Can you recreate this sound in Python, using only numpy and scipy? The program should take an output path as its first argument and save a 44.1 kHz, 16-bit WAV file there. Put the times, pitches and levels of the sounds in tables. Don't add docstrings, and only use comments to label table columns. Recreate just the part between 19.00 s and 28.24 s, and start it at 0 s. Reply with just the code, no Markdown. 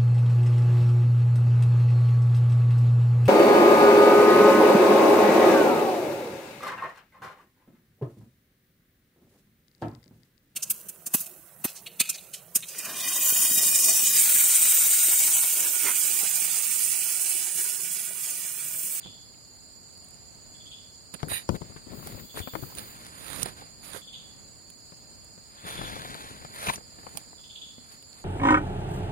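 import sys
import numpy as np
from scipy import signal
from scipy.fft import rfft, irfft, next_fast_len
from scipy.io import wavfile
from scipy.ndimage import uniform_filter1d

SR = 44100
rng = np.random.default_rng(int(sys.argv[2]) if len(sys.argv) > 2 else 0)


def transcribe(u):
    v = np.clip(np.atleast_2d(u).T, -1, 1)
    q = np.round(v * 32767).astype(np.int16)
    wavfile.write(sys.argv[1], SR, q)


def boost_factor(decibels):
    exponent = np.asarray(decibels, float) / 20
    return 10 ** exponent


N = 407528
PORT_LAG_SAMPLES = 18

# freq_hz, density_db_per_hz
AIR_SPECTRUM = [(18, -40), (30, 1.5), (118, -1.5), (275, -6.5), (323, -9.5), (437, -11.5), (616, -12),
                (1020, -17.5), (1150, -19), (3700, -24.5), (4810, -69), (8140, -120)]
# freq_hz, density_db_per_hz
HISS_SPECTRUM = [(4710, -35.5), (8000, -9), (8610, -3.5), (9170, -6.5), (10200, -7.5), (10500, -6.5),
                 (12800, -5.5), (14500, -6), (15800, -9.5)]
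AIR_DB, AIR_SWELL_DB, HISS_DB = -55.5, 1.2, -62.5
# freq_hz, left_minus_right_db
PORT_RESPONSE = [(60, 0), (700, 0.5), (2400, -1.5), (4400, -1), (7300, -6.5), (7800, -13), (9400, -21),
                 (10800, -9), (15000, 1)]

# first_wing_hz, last_wing_hz, wing_width_hz, level_db
SWARMS = [
    (4170, 5040, 380, -60.5),
    (6772, 7300, 160, -57.5),
    (7340, 6700, 19, -90),
    (6253, 4200, 93, -70),
]
# pitch_hz, width_hz, level_db
SINGERS = [(4380, 16, -67.5), (4490, 47, -66), (4597, 49, -62), (4920, 83, -61.5), (6710, 27, -69.5),
           (6920, 13, -68), (7230, 17, -61), (7090, 29, -60), (7870, 22, -67), (8406, 30, -73),
           (8060, 30, -78.5), (8550, 32, -76.5)]
# full_s, rise_s, hold_s, fall_s, level_db
BUZZ = [
    (2.95, 0.063, 0.56, 0.3, -53),
    (3.45, 0.54, 0.435, 0.15, -49.5),
]

# freq_hz, width_hz, gain_db
CRICKET_MODES = [(3430, 190, -1), (3190, 500, -5), (2650, 700, -26), (3690, 160, -7.5)]
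# loudest_syllable_s, level_db, spacing_s, hold_s
TRILLS = [
    (0.012, -50.5, 0.062, 0.071),
    (1.73, -49, 0.058, 0.01),
    (3.429, -48.5, 0.061, 0.015),
    (5.146, -46, 0.058, 0.0047),
    (6.782, -45.5, .064, 0.055),
    (8.571, -47, 0.059, 0.07),
]
TRILL_SWELL_DB_PER_S, TRILL_FADE_DB_PER_S = 73, 184

# start_s, level_db, left_minus_right_db, body_over_tick_db
TICKS = [(0.3456, -46, -19, 8), (0.9747, -36, -21, -10), (1.044, -32, -23, -29), (1.0854, -38, -18.0, -19),
         (1.1074, -37, -19.0, -17), (1.1408, -35, -24, -17), (2.1398, -21, -40, -13),
         (2.141, -24.5, -40, -3), (2.1417, -25, -40, -8), (2.1442, -22, -40, -10), (2.1625, -39, -21, -2),
         (2.2297, -37.5, 6, 11), (2.4904, -31, 4, 9.5), (3.0716, -23.5, -22, -7), (3.376, -27, -18, -3),
         (3.7504, -26, -20, -11), (3.784, -19, -30, -0.5), (3.7853, -23, -34, -9), (3.7922, -17.5, -34, -3),
         (4.0482, -40.5, -30, 5.5), (4.065, -26.5, -35, -5), (4.4183, -24, -27, -11),
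         (4.4293, -12.5, -23, -12), (4.4306, -11.5, -24, -19), (4.4317, -12, -23, -12),
         (4.432, -22, -19, -12), (4.436, -33, -23, -15), (4.4578, -18.5, -22, -9), (4.4595, -27, -20, -11),
         (4.835, -42, -23, -4), (4.9217, -48, -24.0, -14), (4.9452, -39, -24.0, -16),
         (5.7012, -30, -22, -4.5), (6.2451, -34, -17.0, -17), (7.4478, -46, 7, 14.5),
         (7.7358, -23, -5, -10), (7.7564, -33, 0, -5), (8.1715, -19, -30, -3), (8.1728, -15, -32, -4),
         (8.1795, -28, -25, -5), (8.9204, -39, -24, 3), (9.025, -34, -19, -1), (9.129, -40, -26, 9.5)]
# start_s, level_db, ring_hz, length_s, left_minus_right_db
SNAPS = [(2.283, -30.5, 1500, 0.0033, -6), (3.636, -35, 1200, 0.0041, 14), (4.429, -20, 6000, 0.0041, -8),
         (4.458, -32, 4200, 0.0033, 6), (4.615, -37, 840, .015, -8), (4.945, -35, 1500, .006, -14),
         (4.958, -33, 513, 0.008, -14), (8.17, -33, 770, 0.01, -11), (7.668, -26, 2400, 0.0078, 0),
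         (7.684, -18, 2400, 0.0044, -7), (7.692, -20, 2200, 0.0094, 8), (7.686, -20, 990, 0.0061, 7),
         (7.697, -17, 930, 0.0062, 11), (7.711, -40, 2300, 0.0029, 4), (7.736, -30.5, 2100, 0.0074, -1),
         (7.757, -24.5, 5600, .005, 5)]

# full_s, rise_s, hold_s, fall_s, level_db
SWIPE = [
    (2.284, 0.002, 0.027, 0.044, -38.5),
    (2.32, 0.044, 0.041, 0.083, -33),
]
# freq_hz, width_hz, gain_db
SWIPE_BODY_MODES = [(1910, 280, -3), (2210, 120, -5), (2330, 78, 2), (2495, 92, -2), (3756, 81, 3),
                    (3870, 140, 1.5), (2790, 260, -5), (4680, 170, -10.5), (5080, 120, -10.5),
                    (5820, 93, -4.5), (6890, 80, -4.5)]
# freq_hz, width_hz, gain_db
SWIPE_TREBLE_MODES = [(9150, 200, 2), (9380, 220, 1), (9600, 500, -2), (10900, 440, -0.5),
                      (12050, 430, -2.5), (13400, 500, -13), (15030, 900, -21)]

# start_s, crack_db, thump_over_crack_db, thump_hz
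KNOCKS = [(0.058, -47.5, 3.5, 192), (2.23, -29.5, 5, 148), (2.316, -30.5, -3, 92),
          (2.4902, -30.5, 9.5, 360), (2.492, -30, 11, 195), (2.499, -47, 24, 85), (2.503, -59, 14, 164),
          (2.517, -56, 16, 158), (2.868, -53.5, -3, 169), (2.915, -55, 8, 141), (2.972, -51, 9, 130),
          (3.099, -49, 5, 203), (3.147, -46, 10.5, 106), (3.179, -49, 7, 222), (6.65, -52, 11, 167),
          (6.789, -41, 5.5, 170), (7.448, -39, -6, 160), (2.543, -46, 14, 196), (2.617, -36.5, 3.5, 163),
          (2.72, -48.5, 0, 168), (2.761, -40, -2, 166), (2.932, -42, 0, 137), (3.343, -46, -2, 266),
          (3.372, -35, -1, 434), (3.402, -38, 8.5, 92.5), (3.473, -34, -2, 258), (3.535, -36.5, 1, 116),
          (3.552, -27.5, -5.5, 320), (3.626, -46.5, 16, 130), (3.634, -46, 7, 345), (3.77, -44, 4, 65),
          (4.431, -44.5, 13, 142), (4.945, -36, -5.5, 404), (5.921, -48, 0.5, 173), (6.377, -49.5, -1, 192),
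          (6.812, -32.5, -4, 132), (7.42, -47, -8, 234), (7.677, -52, 2, 105), (7.778, -41, -7, 215),
          (8.151, -47, 0.5, 188), (8.781, -56.5, 9.5, 246)]
# start_s, crack_db, left_minus_right_db
TAPS = [(2.972, -53, 10), (2.995, -47, 8), (3.026, -42, 11), (3.071, -40.5, 15), (3.173, -48, 11),
        (3.656, -51, 24), (3.699, -45, -17), (3.72, -44, -30), (4.317, -52, -13), (4.457, -32, -5),
        (4.62, -45, -16), (6.964, -34, 7), (7.049, -38.5, 6), (7.148, -39.5, 8), (7.629, -55, 12),
        (7.669, -36, 15), (7.733, -37, 6), (7.806, -50, -7), (7.985, -42.5, 3.5), (8.03, -46, 6),
        (8.0663, -35, 11), (8.108, -54, 0), (8.391, -54, -10), (7.901, -63, 3), (6.621, -60, 4),
        (6.64, -58, -5), (6.675, -55, 10), (8.329, -48, 26)]

# time_s, palm_left_minus_right_db, fingertips_left_minus_right_db
HAND_PLACE = [(0.07, -9, -0.5), (2.16, -21, -11), (2.21, 11, 9), (2.34, 11, -1), (2.6, 12.5, 5),
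              (2.9, 16, 6.5), (3.12, 5, 7), (3.3, 15, 11), (3.56, 16, -4), (3.75, 12, -8.5), (4.0, 2, 6.5),
              (4.35, -20, -13.5), (4.6, -1, -1), (4.96, -8.5, -15), (5.9, 5, 10), (6.8, 7.5, 2.5),
              (7.8, 5.5, 4), (9.2, -2, 6)]
# full_s, rise_s, hold_s, fall_s, rumble_db
GRIPS = [(0.07, 0.087, .005, 0.14, -52.5), (2.14, 0.004, 0.0055, 0.04, -39),
         (2.245, 0.0091, 0.04, 0.14, -38), (2.505, 0.017, 0.048, 0.046, -32.5),
         (2.612, 0.012, .01, 0.44, -44.5), (2.868, .005, 0.38, 0.022, -44.5),
         (3.35, 0.013, 0.009, 0.15, -38), (3.55, .015, .01, 0.37, -43.5), (3.76, 0.041, 0.011, 0.3, -44.5),
         (4.063, 0.43, 0.0092, 0.12, -54.5), (4.426, 0.36, 0.0056, 0.18, -39.5),
         (4.56, .05, 0.1, 0.054, -61.5), (4.964, 0.36, .005, 0.089, -49), (6.644, 0.021, .005, 0.23, -46.5),
         (6.81, 0.17, .005, 0.34, -40.5), (6.9, 0.11, 0.06, 1, -48), (7.35, 0.37, 0.29, 0.038, -56),
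         (7.68, 0.018, 0.0045, 0.055, -31.5), (7.76, .03, 0.029, 0.017, -47.5),
         (8.18, 0.32, .005, 0.061, -54.5), (9.2, 0.17, 0.035, .03, -61.5)]
# full_s, rise_s, fall_s, scrape_db, rustle_over_scrape_db
STROKES = [(0.0, .01, 0.17, -59.5, -9), (2.14, 0.004, 0.013, -43.5, -11), (2.195, 0.013, 0.068, -52.5, -7),
           (2.554, 0.022, 0.016, -48.5, -7), (2.764, 0.0059, 0.051, -53.5, -6),
           (2.9, .03, 0.066, -55.5, -14), (2.31, 0.037, 0.17, -43, 5.5), (2.615, .01, 1, -61.5, -5),
           (3.082, 0.31, 0.25, -52, -1), (3.19, 0.073, 0.045, -52.5, -5), (3.375, 0.05, 0.081, -43.5, 1.5),
           (3.54, .01, 0.63, -59, 6), (3.775, 0.023, 0.16, -46.5, 1), (4.063, 1, 0.13, -53.5, 1),
           (4.34, 0.38, 0.18, -43.5, 4), (4.42, 0.22, 0.011, -44.5, 6), (4.462, 0.066, 0.11, -43, -0.5),
           (4.58, 0.062, 0.24, -53, -2), (4.845, 0.03, 0.16, -54.5, 10.5), (4.96, 0.23, 0.075, -46, 4.5),
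           (6.672, 0.058, 0.53, -42.5, -1.5), (6.88, 0.55, 0.99, -43.5, -8), (7.25, 1, 0.56, -51.5, -3),
           (7.641, 0.21, 0.2, -39.5, 0), (7.67, 0.028, 0.014, -33.5, -0.5),
           (7.688, 0.005, 0.037, -30, -5.5), (7.738, 0.091, 0.042, -45.5, 6.5),
           (8.18, 0.73, 0.22, -59.5, 2.5), (8.93, 0.24, 0.097, -59, 1.5), (9.2, 0.23, 0.033, -58.5, 0)]
# freq_hz, density_db_per_hz
RUB_SPECTRA = [
    [(25, 6), (60, -4), (110, 0.5), (200, -1), (400, -8), (1000, -23.5), (2000, -37)],
    [(250, -10), (500, -3), (900, -2), (1300, 0.5), (2300, -4.5), (3000, -10), (3800, -1), (5000, -16),
     (5700, -9), (6800, -12.5), (8000, -27)],
    [(7900, -12.5), (8600, -8.5), (9400, 0.5), (10300, -3.5), (11500, -4), (13000, -9), (15500, -12),
     (16500, -42)],
]
# time_s, share_0_to_1
SCRAPE_SHARE = [(0, .9), (6.8, .9), (6.92, .995), (7.6, .995), (7.67, .9), (7.72, .99), (7.85, .9)]
STROKE_HOLD_S, RAMP_BEND = 0.0087, 2.17

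# freq_hz, level_under_neighbours_db
DROPOUT = [(2000, -20), (2500, -14), (3100, -12.5), (3550, -12), (3800, -5), (4200, -14), (5000, -14),
           (5300, 1), (6400, -1), (6700, -13), (7400, -9), (7760, -14), (7900, 3), (8250, 1), (8400, -8),
           (10500, -1), (12500, 1.5), (14500, 1), (16000, -1.5)]
# freq_hz, sum_under_difference_db
MASKED_SUM = [(1200, -11.5), (3000, -7)]


def level(x, db):
    return x * boost_factor(db) / np.sqrt(np.mean(x ** 2))


def colour(x, table):
    hz, db = np.transpose(table)
    size = next_fast_len(x.shape[-1])
    log_hz = np.log(np.fft.rfftfreq(size, 1 / SR) + 1)
    gain = boost_factor(np.interp(log_hz, np.log(hz), db))
    return irfft(rfft(x, size) * gain, size)[..., :x.shape[-1]]


def ring(x, hz, width_hz):
    return signal.lfilter(*signal.iirpeak(hz, hz / width_hz, fs=SR), x)


def ring_modes(x, modes):
    return sum(boost_factor(db) * ring(ring(x, hz, width_hz), hz, 2 * width_hz) for hz, width_hz, db in modes)


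def walk(rate_hz, channels=1):
    count = int(N / SR * rate_hz) + 2
    at = np.linspace(0, count - 1, N)
    return np.array([np.interp(at, np.arange(count), row) for row in rng.standard_normal((channels, count))])


def add(out, sound, start_s, pan_db):
    for side, (lag, sign) in enumerate([(0, 1), (PORT_LAG_SAMPLES, -1)]):
        start = max(int(start_s * SR) + lag, 0)
        piece = sound[side % len(sound), :N - start]
        out[side, start:start + len(piece)] += piece * boost_factor(sign * pan_db / 2 - abs(pan_db) / 2)


def swells(rows):
    t, power = np.arange(0, N / SR + .01, .001), 0
    for full_s, rise_s, hold_s, fall_s, db in rows:
        rise = 1 + (t - full_s) / abs(rise_s)
        fall = 1 - (t - full_s - abs(hold_s)) / abs(fall_s)
        ramp = np.clip(np.minimum(rise, fall), 0, 1)
        power = power + (boost_factor(db) * ramp ** RAMP_BEND) ** 2
    return np.interp(np.arange(N) / SR, t, np.sqrt(power))


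def pair(shared, grit):
    same, left, right = rng.standard_normal((3, N)) * grit
    share = np.clip(shared, 0, 1)
    common = np.array([same, np.roll(same, PORT_LAG_SAMPLES)])
    return np.sqrt(share) * common + np.sqrt(1 - share) * np.array([left, right])


def sides(pan_db):
    return boost_factor(np.array([pan_db, -pan_db]) / 2 - np.abs(pan_db) / 2 + 5.0)


def place(time_s, axis):
    table = np.array(HAND_PLACE)
    return np.interp(time_s, table[:, 0], table[:, axis])


def slips(rate_hz, fade_s):
    chance = rng.random((2, N))
    kicks = (chance[0] < rate_hz / SR) * -np.log(chance[1] + 1e-9)
    return signal.lfilter([1], [1, -np.exp(-1 / (fade_s * SR))], kicks)


def night():
    noise = rng.standard_normal((5, N))
    air = level(colour(noise[:2] + .5 * noise[2], AIR_SPECTRUM), AIR_DB)
    hiss = level(colour(noise[3:], HISS_SPECTRUM), HISS_DB)
    return air * boost_factor(AIR_SWELL_DB * walk(2.5)) + hiss


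def chorus():
    out, blur = np.zeros((2, N)), rng.standard_normal((2, N))
    for first_hz, last_hz, width_hz, db in SWARMS:
        swarm = 0
        for hz in np.linspace(first_hz, last_hz, num=4):
            strikes = np.roll(blur, rng.integers(N), axis=1) * boost_factor(2 * walk(14.))
            swarm = swarm + ring(ring(strikes, hz, width_hz), hz, 0.95 * width_hz)
        out += level(swarm, db)
    for hz, width_hz, db in SINGERS:
        swell = boost_factor(2 * walk(5.))
        strikes = np.roll(blur, rng.integers(N), axis=1)
        out += level(ring(strikes, hz, width_hz), db) * swell
    return colour(out, [(3300, 4.0), (3900, 2.5), (5120, 0.5), (5300, -74), (5800, 9.0), (6550, 2),
                        (7900, -5.0), (9000, 1.5)])


def syllables():
    rows = []
    for peak_s, db, spacing_s, hold_s in TRILLS:
        since_s = spacing_s * np.arange(-3, 5)
        swell_db = -since_s * TRILL_SWELL_DB_PER_S
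        fade_db = np.maximum(since_s - hold_s, 0) * TRILL_FADE_DB_PER_S
        loss_db = np.maximum(swell_db, fade_db)
        rows += [(peak_s + a, db - loss) for a, loss in zip(since_s, loss_db) if peak_s + a > 0]
    return rows


def cricket():
    out = np.zeros((2, N))
    t = np.arange(int(.09 * SR)) / SR
    envelope = np.exp(-(np.abs(t - .03) / np.where(t < .03, .004, .032)) ** 3)
    strokes = envelope * (0.31 + np.cos(np.pi * 112 * (t - .033)) ** 2)
    for peak_s, db in syllables():
        waver = np.cumsum(0.042 * rng.standard_normal((2, len(t))), axis=1)
        phase = waver + 2 * np.pi * rng.random((2, 1))
        tone = np.sin(2 * np.pi * CRICKET_MODES[0][0] * t + phase)
        teeth = (rng.standard_normal((2, len(t))) + 0.12 * tone) * strokes
        sharp = 1 + 0.00072 * (db + 49)
        contrast = 2.0 + np.clip((-39.0 - db) / 20, -.4, 1)
        wing = ring_modes(teeth, [(sharp * hz, width_hz / 1, contrast * g) for hz, width_hz, g in CRICKET_MODES])
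        add(out, level(wing, db - 1.0), peak_s - .045, -1.5)
    tail_t = np.arange(int(.3 * SR)) / SR
    tail = rng.standard_normal((2, len(tail_t))) * boost_factor(-60 * tail_t / 0.54)
    return out + boost_factor(-32.5) * signal.fftconvolve(out, tail, axes=1)[:, :N]


def near_katydid():
    buzz = colour(rng.standard_normal((2, N)), [(10000, -21.5), (13200, -8), (15000, -4.0), (16500, -9.5)])
    first_s, period_s, throb_depth_db = 2.952, 0.14, 1
    throb_db = throb_depth_db * np.cos(2 * np.pi * (np.arange(N) / SR - first_s) / period_s)
    return level(buzz, 4.6) * swells(BUZZ) * boost_factor(throb_db + 2.5 * walk(60.))


def ticks():
    out = np.zeros((2, N))
    t = np.arange(int(.04 * SR)) / SR
    decay = np.exp(-(t / 0.00127) ** 2) + boost_factor(-6.5) * np.exp(-t / 0.0035)
    for start_s, db, pan_db, body_db in TICKS:
        burst = rng.standard_normal(len(t)) * np.minimum(t / 0.0004, 1) * decay
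        port = ring(burst, 9530.0, 740.0)
        port = port + 0.28 * ring(burst, 10000.0, 4200.0) + 0.1 * ring(burst, 15500.0, 2500.0)
        body = ring(ring(burst, 3650.0, 6700.0), 4600.0, 4800.0)
        add(out, boost_factor(db + 1.0) * port[None] / np.abs(port).max(), start_s, pan_db)
        add(out, boost_factor(db + body_db - 1.0) * body[None] / np.abs(body).max(), start_s, pan_db / 3)
    return out


def snaps():
    out = np.zeros((2, N))
    t = np.arange(int(.04 * SR)) / SR
    for start_s, db, hz, length_s, pan_db in SNAPS:
        burst = rng.standard_normal(len(t)) * np.minimum(t / 0.00077, 1) * np.exp(-(t / length_s) ** 2)
        sound = ring_modes(burst, [(hz, 0.26 * hz, 0)])
        add(out, boost_factor(db) * sound[None] / np.abs(sound).max(), start_s, pan_db)
    return out


def swipe():
    body_lag_s, body_db = 0.008, -4.5
    gain = swells(SWIPE)
    body_gain = np.roll(gain, int(body_lag_s * SR)) * boost_factor(body_db)
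    stroke = pair(0.063, boost_factor(1.9 * walk(250.)))
    treble = level(ring_modes(stroke, SWIPE_TREBLE_MODES), 0) * gain
    body = level(ring_modes(stroke, SWIPE_BODY_MODES), 0) * body_gain
    return treble * sides(-24.0)[:, None] + body * sides(-6.0)[:, None]


def knocks():
    out = np.zeros((2, N))
    t = np.arange(int(.15 * SR)) / SR
    dent = -np.sin(2 * np.pi * 750 * t) * boost_factor(-60 * t / 0.0033)
    blows = [(start_s, db, 1.34 * place(start_s, axis=1), thump_db, hz) for start_s, db, thump_db, hz in KNOCKS]
    blows += [(*tap, -29, 205) for tap in TAPS]  # thump_db, thump_hz
    for start_s, db, pan_db, thump_db, hz in blows:
        thump = -np.sin(2 * np.pi * hz * t) * boost_factor(-60 * t / 0.077)
        thump -= 1.94 * np.sin(2 * np.pi * 2.34 * hz * t) * boost_factor(-60 * t / 0.0077)
        burst = rng.standard_normal(len(t)) * boost_factor(-60 * t / 0.037)
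        crack = ring(ring(burst, 540.0, 750.0), 750.0, 1300.0)
        sound = boost_factor(thump_db) * thump + 1.83 * dent + 1.27 * crack / np.abs(crack).max()
        add(out, boost_factor(db + 5.5) * sound[None], start_s + 0.0011, pan_db)
    return out


def hand():
    t = np.arange(N) / SR
    scrape = [(s, rise_s, STROKE_HOLD_S, fall_s, db) for s, rise_s, fall_s, db, _ in STROKES]
    rustle = [(s, rise_s, STROKE_HOLD_S, fall_s, db + over_db) for s, rise_s, fall_s, db, over_db in STROKES]
    palm_pan_db, tip_pan_db = place(t, axis=1), place(t, axis=2)
    scrape_share = np.interp(t, *np.transpose(SCRAPE_SHARE))
    jerks, crackle = slips(34.0, 0.013), slips(160., 0.0011)
    # movements, spectrum, pan_db, shared, jerk, crack
    layers = [(GRIPS, RUB_SPECTRA[0], palm_pan_db, 0.62, 0.6, .1),
              (scrape, RUB_SPECTRA[1], tip_pan_db, scrape_share, 0.15, 0.6),
              (rustle, RUB_SPECTRA[2], tip_pan_db - 22.0, 0.23, 0.12, 0.7)]
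    out = np.zeros((2, N))
    for moves, spectrum, pan_db, shared, jerk, crack in layers:
        skin = colour(pair(shared, 1 + jerk * jerks + crack * crackle), spectrum)
        out += level(skin, 0) * swells(moves) * sides(pan_db)
    return out


def scene():
    far = night() + chorus()
    far = np.array([colour(far[side], [(hz, sign * db / 2) for hz, db in PORT_RESPONSE])
                    for side, sign in enumerate([1, -1])])
    return far + cricket() + near_katydid() + ticks() + snaps() + swipe() + knocks() + hand()


def drop_hidden_bands(x):
    frame = dict(window="cosine", nperseg=2048, noverlap=1024)
    hz, _, z = signal.stft(x, SR, **frame)
    power = np.abs(z[:, :1024]) ** 2
    band, band_hz = power.reshape(2, -1, 8, power.shape[-1]).mean(axis=2), hz[:1024:8]
    near = uniform_filter1d(band, size=24, axis=1)
    luck_db = 4 * np.repeat(rng.standard_normal((2, band.shape[1], band.shape[2] // 2 + 1)), 2, axis=2)
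    edge_db = np.interp(band_hz, *np.transpose(DROPOUT))[:, None] + luck_db[..., :band.shape[2]]
    top_hz = 15900
    keep = (band > near * boost_factor(2 * edge_db)) & (band_hz < top_hz)[:, None]

    treble = np.pad(np.diff(x, n=2), ((0, 0), (512, 2048)))
    treble = treble[:, :keep.shape[2] * 1024].reshape(2, -1, 1024)
    click = np.abs(treble).max(axis=2) > np.maximum(7 * treble.std(axis=2), .09)
    near_click = uniform_filter1d(1. * click, size=3, axis=1) > 0
    keep |= near_click[:, None] & (band_hz < top_hz + 900)[:, None]
    z = z * np.pad(np.repeat(keep, 8, axis=1), ((0, 0), (0, 1), (0, 0)))

    mid, side = (np.abs(z[0, :1024] + sign * z[1, :1024]) ** 2 for sign in (1, -1))
    mid, side = (p.reshape(-1, 4, p.shape[-1]).mean(axis=1) for p in (mid, side))
    masked_db = np.interp(hz[:1024:4], *np.transpose(MASKED_SUM))[:, None]
    lost = np.pad(np.repeat(mid < side * boost_factor(2 * masked_db), 4, axis=0), ((0, 1), (0, 0)))
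    lost[hz > 6500] = False
    z = z - lost * z.mean(axis=0)
    return signal.istft(z, SR, **frame)[1][:, :N]


def roll_off(x):
    return signal.sosfilt(signal.butter(12, 16990, fs=SR, output="sos"), x)


def record(dry):
    highpass = signal.butter(N=2, Wn=48., btype="high", fs=SR, output="sos")
    mix = drop_hidden_bands(signal.sosfilt(highpass, dry))
    return roll_off(mix)


dry = scene()
out = record(dry)
transcribe(out)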